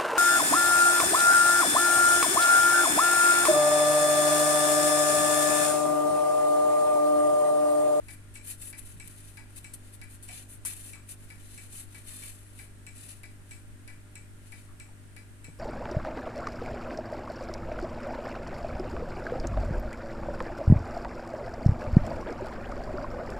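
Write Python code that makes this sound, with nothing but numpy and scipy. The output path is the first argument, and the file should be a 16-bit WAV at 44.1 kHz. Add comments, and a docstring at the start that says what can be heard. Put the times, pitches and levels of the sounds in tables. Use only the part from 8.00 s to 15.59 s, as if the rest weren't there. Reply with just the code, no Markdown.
"""A hand turns a metal watch box by a window: fingertips slide over its matt wall, strokes of grainy noise,
and runs of stick and slip snap on the wall and in the lid's seam, one of them clearly the loudest.
A clockwork escapement, slightly out of beat, strikes ringing modes about three times a second in a small room.
Dull knocks and low bumps near the box are filtered noise; mains hum, a quiet rumble and hiss lie underneath.
Two microphone ports, a hand apart, each ring in the treble."""
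import sys
import numpy as np
from scipy import signal
from scipy.fft import rfft, irfft, next_fast_len
from scipy.io import wavfile
from scipy.ndimage import map_coordinates

SR = 44100
rng = np.random.default_rng(int(sys.argv[2]) if len(sys.argv) > 2 else 0)


def wav_record(signal):
    """Record a signal, one row per channel, as 16-bit PCM in the file named by sys.argv[1]."""
    frames = np.transpose(np.atleast_2d(signal))
    bounded = np.clip(frames, -1, 1)
    # unit amplitude maps onto the largest positive 16-bit level
    quanta = np.round(bounded * 32767).astype(np.int16)
    wavfile.write(sys.argv[1], SR, quanta)


N = 334713

# All levels below hold ahead of the microphone; pan_db is left over right.
# Room air and microphone hiss, gain on white noise: pitch_hz, level_db, pan_db
AIR_COLOUR = [(12, -22, 2.5), (30.4, -34, -13.5), (68, -40.5, -11), (157, -40.5, 7), (221, -49.5, -17),
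              (246, -42, 6), (327, -48, -5), (456, -52, -3), (1080, -55.5, 1.5), (1615, -51.5, 5.5),
              (3280, -60, 0.5), (4960, -64.5, 0), (8600, -63.5, 1.5), (14400, -69, 0)]
# Left-right likeness of the room air: pitch_hz, likeness (0-1, clipped)
AIR_LIKENESS = [(30, 0.19), (200, 1), (450, 0.49), (900, 0.14), (3000, 0)]
# Mains hum: harmonic (multiple of MAINS_HZ), level_db, pan_db
HUM_HARMONICS = [(1, -60, 4.5), (2, -52.5, 1), (3, -71.5, -5), (4, -70, 9), (5, -66.5, 2.5),
                 (6, -68.5, -1.5), (7, -74, 8.5), (8, -75.5, -5), (9, -93.5, 31), (12, -78, 9),
                 (28, -80, 10), (33, -85, 2)]
MAINS_HZ = 50

# Colour of friction on the metal wall, gain on white noise: pitch_hz, level_db, pan_db
WALL_COLOUR = [(400, -14.5, -9), (920, -16, 9), (1670, -7.5, 3.5), (2720, -6, 11), (3300, -8.5, 5),
               (4180, -6, 7), (5240, -9, 0.5), (7400, -2.5, 3), (9230, 2, 9.5), (10560, 0.5, 11),
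               (12860, -3, 7), (15200, -15.5, 8)]
# Faint creep of the gripping fingers, before wall colour and unevenness: time_s, level_db
CREEP_LEVEL = [(0, -70), (1.2, -70.5), (2.4, -67), (3.4, -68), (4.8, -73), (5.9, -78), (7.5, -80)]
CREEP_PRESSURE_DB, CREEP_UNEVEN_DB, CREEP_CHANGES_PER_S = 7.5, 7, 9.6
# Finger strokes, level before wall colour: start_s, length_s, level_db, pressure_db (extra low body)
FINGER_STROKES = [(0.112, 0.018, -48, 3), (0.354, .015, -56.5, 11), (0.472, 0.042, -40, 1.5),
                  (0.623, 0.05, -41.5, -0.5), (.78, 0.0075, -44.5, 2), (0.845, 0.064, -54, 3.5),
                  (1.057, .22, -56, 7), (1.575, 0.0066, -48, 4), (1.937, 0.011, -50, 1),
                  (2.112, 0.032, -53, 2.5), (2.3, 0.087, -49, 8.5), (2.507, 0.029, -47.5, -1),
                  (2.685, .04, -43.5, 1), (2.776, 0.11, -47, 3.5), (3.099, 0.019, -42.5, 2.5),
                  (3.738, 0.067, -44.5, 2.5), (3.932, 0.056, -55, 7.5), (4.083, 0.073, -46.5, 5),
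                  (4.217, 0.078, -46.5, 6), (4.582, 0.046, -52.5, 4), (4.987, .13, -51.5, 9),
                  (5.49, 0.083, -63.5, 11), (6.463, .15, -65, 10.5)]
# Fades of a stroke of typical length, longer ones fade more slowly; the finger speeds up on its way
STROKE_TYPICAL_S, STROKE_ATTACK_S, STROKE_RELEASE_S, STROKE_SWELL_DB = 0.039, 0.022, 0.027, 1.5

# Clockwork resonances, excited differently by the two pallets; levels are energy spread over 30 ms,
# before the change with distance: pitch_hz, width_hz, tick_db, tock_db, pan_db
CLOCK_MODES = [(850, 340, -64, -66, 0.5), (1706, 154, -57, -61, 8.5), (1962, 82, -57, -61.5, 9),
               (2372, 57, -62, -62.5, 0), (2385, 100, -62, -61.5, 15.5), (2575, 58, -79, -64.5, 17.5),
               (4030, 180, -65.5, -64, 6.5), (4840, 76, -65, -70.5, 4), (5610, 210, -67, -63.5, 3.5),
               (7800, 770, -68.5, -60.5, 17), (8220, 870, -105, -61.5, 1), (9500, 4800, -61, -64.5, 6)]
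# Slow change in loudness of the beats as their distance to the microphones changes: time_s, level_db
BEAT_LEVEL = [(0, 1), (2.5, 0.6), (4.1, -2), (4.8, 0.5), (7.5, -1)]
STEEL_HZ = 2282
# The tock's lag behind its tick slowly grows
FIRST_TICK_S, TICK_PERIOD_S, TOCK_LAG_S, LAG_GROWTH_S_PER_TICK = .0838, .64367, .2705, .00079

# Snaps of the lid in its seam and of skin on the wall, before wall colour: start_s, level_db, build_s
WALL_SNAPS = [(.3405, -50, .004), (1.0761, -36, 0.00039), (1.56, -43.5, 0.0058), (1.7358, -38.5, .005),
              (2.035, -51, 0.0017), (2.226, -46.5, 0.012), (2.65, -31, 0.013), (2.797, -51, .006),
              (3.091, -42, .002)]
# A snap grows to its peak and dies in a time proportional to its build-up
SNAP_GROWTH_DB, SNAP_DECAY_PER_BUILD, SLIP_GAP_S, SLIP_DECAY_S = 2.5, 1.67, .0021, 0.0018
# Soft dull knocks and low bumps near the box, one a longer rumble, one the lid's thud:
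# start_s, pitch_hz, level_db (over one decay_s), decay_s
DULL_KNOCKS = [(0.928, 158, -60.5, 0.16), (1.385, 885, -64, 0.045), (2.29, 706, -63.5, 0.09),
               (2.6503, 686, -49.5, 0.0027), (2.956, 1140, -62.5, 0.028), (6.685, 1140, -64.5, .03),
               (6.885, 910, -64, 0.019), (7.4817, 298, -53.5, 0.0048), (7.484, 182, -44, 0.009)]
# A knock's width: a share of its pitch, and more the shorter it is (Hz times s)
KNOCK_WIDTH_SHARE, KNOCK_WIDTH_HZ_S = 0.2, 0.76

# Microphone ports, left then right: pitch_hz, width_hz, peak_db
MICROPHONE_PORTS = [(10040, 990, 8), (8540, 1170, 11.5)]
CUTOFF_HZ = 14350


def from_db(db):
    """Decibels to gain."""
    return 10 ** (np.asarray(db) / 20)


def rms_one(x):
    """Each channel scaled to rms 1."""
    return x / np.sqrt(np.mean(x ** 2, axis=-1, keepdims=True) + 1e-20)


def panned(pan_db):
    """Left and right gains for a level difference."""
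    return from_db(np.array([[.5], [-.5]]) * pan_db)


def on_bins(table):
    """The columns of a spectrum table at every FFT bin, joined on a log axis."""
    hz, *columns = np.transpose(table)
    bins = np.log(np.maximum(np.fft.rfftfreq(next_fast_len(N), 1 / SR), 1))
    return [np.interp(bins, np.log(hz), column) for column in columns]


def resonate(x, hz, width_hz):
    """A two-pole resonance with gain 1 on top."""
    r = np.exp(-np.pi * width_hz / SR)
    top = np.array([1, 0, -1]) * (1 - r * r) / 2
    return signal.lfilter(top, [1, -2 * r * np.cos(2 * np.pi * hz / SR), r * r], x)


def flutter(per_s):
    """Random drift about 0: so many new normal values a second, joined by straight lines."""
    at = np.arange(N) / SR * per_s
    return np.interp(at, np.arange(N // 10), rng.standard_normal(N // 10))


def stereo_noise(colour, likeness, lag_s):
    """Coloured noise: a shared part that reaches the right port later, plus each port's own part."""
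    level_db, pan_db = on_bins(colour)
    size = next_fast_len(N)
    shared, *own = rfft(rng.standard_normal((3, size)))
    port_lag_s = lag_s * np.array([[0], [1]])
    delay = np.exp(-2j * np.pi * np.fft.rfftfreq(size, 1 / SR) * port_lag_s)
    alike = np.clip(likeness, 0, 1)
    both = np.sqrt(alike) * shared * delay + np.sqrt(1 - alike) * np.array(own)
    return irfft(both * from_db(level_db) * panned(pan_db), size)[:, :N]


def room_air():
    """Rumble and hiss as steady noise, whose likeness at the two ports depends on pitch."""
    return stereo_noise(AIR_COLOUR, on_bins(AIR_LIKENESS)[0], lag_s=0)


def hum():
    """Steady harmonics of the mains from an appliance in the room."""
    turn = 2 * np.pi * MAINS_HZ * np.arange(N) / SR
    out = np.zeros((2, N))
    for harmonic, level_db, pan_db in HUM_HARMONICS:
        sine = np.sqrt(2) * np.sin(round(harmonic) * turn + 2 * np.pi * rng.random())   # rms 1
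        out += from_db(level_db) * panned(pan_db) * sine
    return out


def rubbing(grain_db=2.5, grains_per_s=2200, judder_db=2.23, judders_per_s=110, body_hz=6500, likeness=0.41):
    """Skin catches on the matt metal in tiny grains; strokes swell and fade, and pressure brings out the body."""
    t = np.arange(N)[::20] / SR   # coarse steps are enough for power
    uneven_db = CREEP_UNEVEN_DB * flutter(CREEP_CHANGES_PER_S)[::20]
    light = from_db(np.interp(t, *np.transpose(CREEP_LEVEL)) + uneven_db) ** 2
    pressed = light * from_db(CREEP_PRESSURE_DB) ** 2
    for start_s, length_s, level_db, pressure_db in FINGER_STROKES:
        power = (from_db(level_db) * stroke_envelope(t - start_s, length_s)) ** 2
        light += power
        pressed += power * from_db(pressure_db) ** 2
    light, pressed = [np.interp(np.arange(N) / SR, t, power) for power in (light, pressed)]
    roughness_db = grain_db * flutter(grains_per_s) + judder_db * flutter(judders_per_s)
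    grain = rms_one(catches() * from_db(roughness_db))
    friction = stereo_noise(WALL_COLOUR, likeness, lag_s=0.000494) * grain   # the box is nearer the left port
    body = signal.sosfiltfilt(signal.butter(3, body_hz, fs=SR, output="sos"), friction)
    return body * np.sqrt(pressed) + (friction - body) * np.sqrt(light)


def stroke_envelope(t, length_s, steepness=1.3):
    """Attack, a hold that swells a little, release; t counts from the start of the hold."""
    slowness = np.sqrt(length_s / STROKE_TYPICAL_S)
    outside = np.maximum(-t, 0) / STROKE_ATTACK_S + np.maximum(t - length_s, 0) / STROKE_RELEASE_S
    swell = from_db(STROKE_SWELL_DB * (np.clip(t / length_s, 0, 1) - .5))
    return swell * np.exp(-np.minimum((outside / slowness) ** steepness, 20))


def catches(per_s=70, catch_db=0.0, decay_s=0.00074):
    """Now and then a ridge of the skin sticks and lets go: a brief surge of the friction."""
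    slips = (rng.random(N) < per_s / SR) * rng.random(N)
    surge = signal.lfilter([1], [1, -np.exp(-1 / (decay_s * SR))], slips + 1e-18)
    return 1 + from_db(catch_db) * surge


def near_echoes(x, echo_db, sway_s=.00003, count=5):
    """Window, sill and hand return the sound within milliseconds; the ripple they cut shifts as the box moves."""
    out, size = x.copy(), 4
    for side in range(2):
        fine = signal.resample_poly(x[side], size, 1)   # finer steps keep the echoes bright
        for delay_s in rng.uniform(.0015, .007, count):
            read = size * (np.arange(N) - SR * (delay_s + sway_s * flutter(3.6)))
            out[side] += from_db(echo_db) * map_coordinates(fine, [read], order=1)
    return out / np.sqrt(1 + count * from_db(echo_db) ** 2)


def escapement(change=1.0, skirt=0.63):
    """Each beat rings the same modes by noise that is part shared by all beats, part its own, as room paths."""
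    t = np.arange(SR // 4) / SR
    times = beat_times()
    own_paths = rng.standard_normal((len(times), 2, len(t)))
    paths = rng.standard_normal((2, len(t))) + change * own_paths
    is_tock = np.arange(len(times))[:, None, None] % 2
    spread = np.sqrt(.03 / t[-1])   # energy over 30 ms
    beats = strike(t, paths)
    for hz, width_hz, tick_db, tock_db, pan_db in CLOCK_MODES:
        mode = resonate(paths * beat_envelope(t, hz), hz, width_hz)
        ring = resonate(mode, hz, min(skirt * width_hz + 500, SR / 4))
        level = from_db(np.where(is_tock, tock_db, tick_db))
        beats = beats + spread * rms_one(ring) * level * panned(pan_db)
    out = np.zeros((2, N + len(t)))
    for start_s, beat in zip(times, beats):
        start = round(start_s * SR)
        out[:, start:start + len(t)] += from_db(np.interp(start_s, *np.transpose(BEAT_LEVEL))) * beat
    return out[:, :N]


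def beat_times(count=12):
    """Ticks and tocks in turn, each tock lagging its tick a little more than the last."""
    k = np.arange(count)
    ticks = FIRST_TICK_S + TICK_PERIOD_S * k
    tocks = ticks + TOCK_LAG_S + LAG_GROWTH_S_PER_TICK * k
    return np.column_stack([ticks, tocks]).ravel()


def strike(t, paths, snap_db=-51, snap_s=0.001, snap_hz=4600, snap_width_hz=3000,
           ring_db=-48.0, ring_s=0.029, swell_s=0.0013, pan_db=7):
    """A pallet hits a tooth: a broad snap, and one clean steel ring that the case takes a moment to pick up."""
    snap = from_db(snap_db) * resonate(paths * np.exp(-t / snap_s), snap_hz, snap_width_hz)
    arrival_s = np.array([[0], [.0001]])   # later phase at the right port
    envelope = np.exp(-t / ring_s) * (1 - np.exp(-t / swell_s))
    ring = from_db(ring_db) * np.sin(2 * np.pi * STEEL_HZ * (t - arrival_s)) * envelope
    return (snap + ring) * panned(pan_db)


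def beat_envelope(t, hz, crack_cycles=16, room_db=-5, room_s=0.048, dry_db_per_octave=-3.0,
                  echo_s=0.022, echo_db=-8):
    """A crack that is shorter in the treble, one wall echo and the room's tail."""
    crack_s = np.clip(crack_cycles / hz, .003, .01)
    crack = np.exp(-t / crack_s)
    echo = from_db(echo_db) * (t > echo_s) * np.exp(-np.abs(t - echo_s) / crack_s)
    tail_db = room_db + dry_db_per_octave * np.log2(hz / 2000)
    tail = from_db(tail_db) * np.exp(-t / room_s)
    return np.sqrt(crack ** 2 + echo ** 2 + tail ** 2)


def snaps(room_db=-19, room_s=0.039, room_fill_s=0.0035, likeness=0.61):
    """Each snap is a gritty run of slips on the wall, damped by the hand, with a faint room tail."""
    t = np.arange(SR // 3) / SR
    power = np.zeros(N + len(t))
    for start_s, level_db, build_s in WALL_SNAPS:
        growth = from_db(SNAP_GROWTH_DB * np.minimum(t / build_s - 1, 0))
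        past_peak = np.maximum(t - build_s, 0) / (SNAP_DECAY_PER_BUILD * build_s)
        fade = np.exp(-np.minimum(past_peak, 20))
        fill = build_s / room_fill_s   # longer snaps feed the room more
        tail = from_db(room_db) ** 2 * np.exp(-2 * t / room_s) * fill
        start = round(start_s * SR)
        power[start:start + len(t)] += from_db(level_db) ** 2 * ((growth * fade * slip_run(t)) ** 2 + tail)
    return np.sqrt(power[:N]) * stereo_noise(WALL_COLOUR, likeness, lag_s=0.000234)


def slip_run(t, count=400):
    """Stick and slip: sharp jolts at uneven gaps, each dying at once; rms 1."""
    starts = np.append(0, np.cumsum(SLIP_GAP_S * (.5 + rng.random(count))))
    since = t - starts[np.searchsorted(starts, t, "right") - 1]
    return rms_one(np.exp(-since / SLIP_DECAY_S))


def knocks(pan_db=3.5):
    """Soft dull knocks and low bumps near the box: decaying noise through two resonances."""
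    t = np.arange(SR) / SR
    out = np.zeros((2, N + len(t)))
    for start_s, hz, level_db, decay_s in DULL_KNOCKS:
        width_hz = KNOCK_WIDTH_SHARE * hz + KNOCK_WIDTH_HZ_S / decay_s
        push = rng.standard_normal(len(t)) * np.exp(-t / decay_s)
        ring = resonate(resonate(push, hz, width_hz), hz, 2 * width_hz)
        knock = rms_one(ring) * np.sqrt(decay_s / t[-1])
        start = round(start_s * SR)
        out[:, start:start + len(t)] += from_db(level_db) * knock * panned(pan_db)
    return out[:, :N]


def scene():
    """The clockwork and the handled box over the quiet room."""
    background = room_air() + hum()
    box = near_echoes(rubbing(), echo_db=-6.5) + near_echoes(snaps(), echo_db=-4.5, count=2)
    return background + box + escapement() + knocks()


def record(dry):
    """Each microphone port adds its own treble resonance; the top is cut steeply."""
    heard = []
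    for x, (hz, width_hz, peak_db) in zip(dry, MICROPHONE_PORTS):
        heard.append(x + (from_db(peak_db) - 1) * resonate(x, hz, width_hz))
    return signal.sosfilt(signal.ellip(12, .1, 80, CUTOFF_HZ, fs=SR, output="sos"), heard)


dry = scene()
out = record(dry)
wav_record(out)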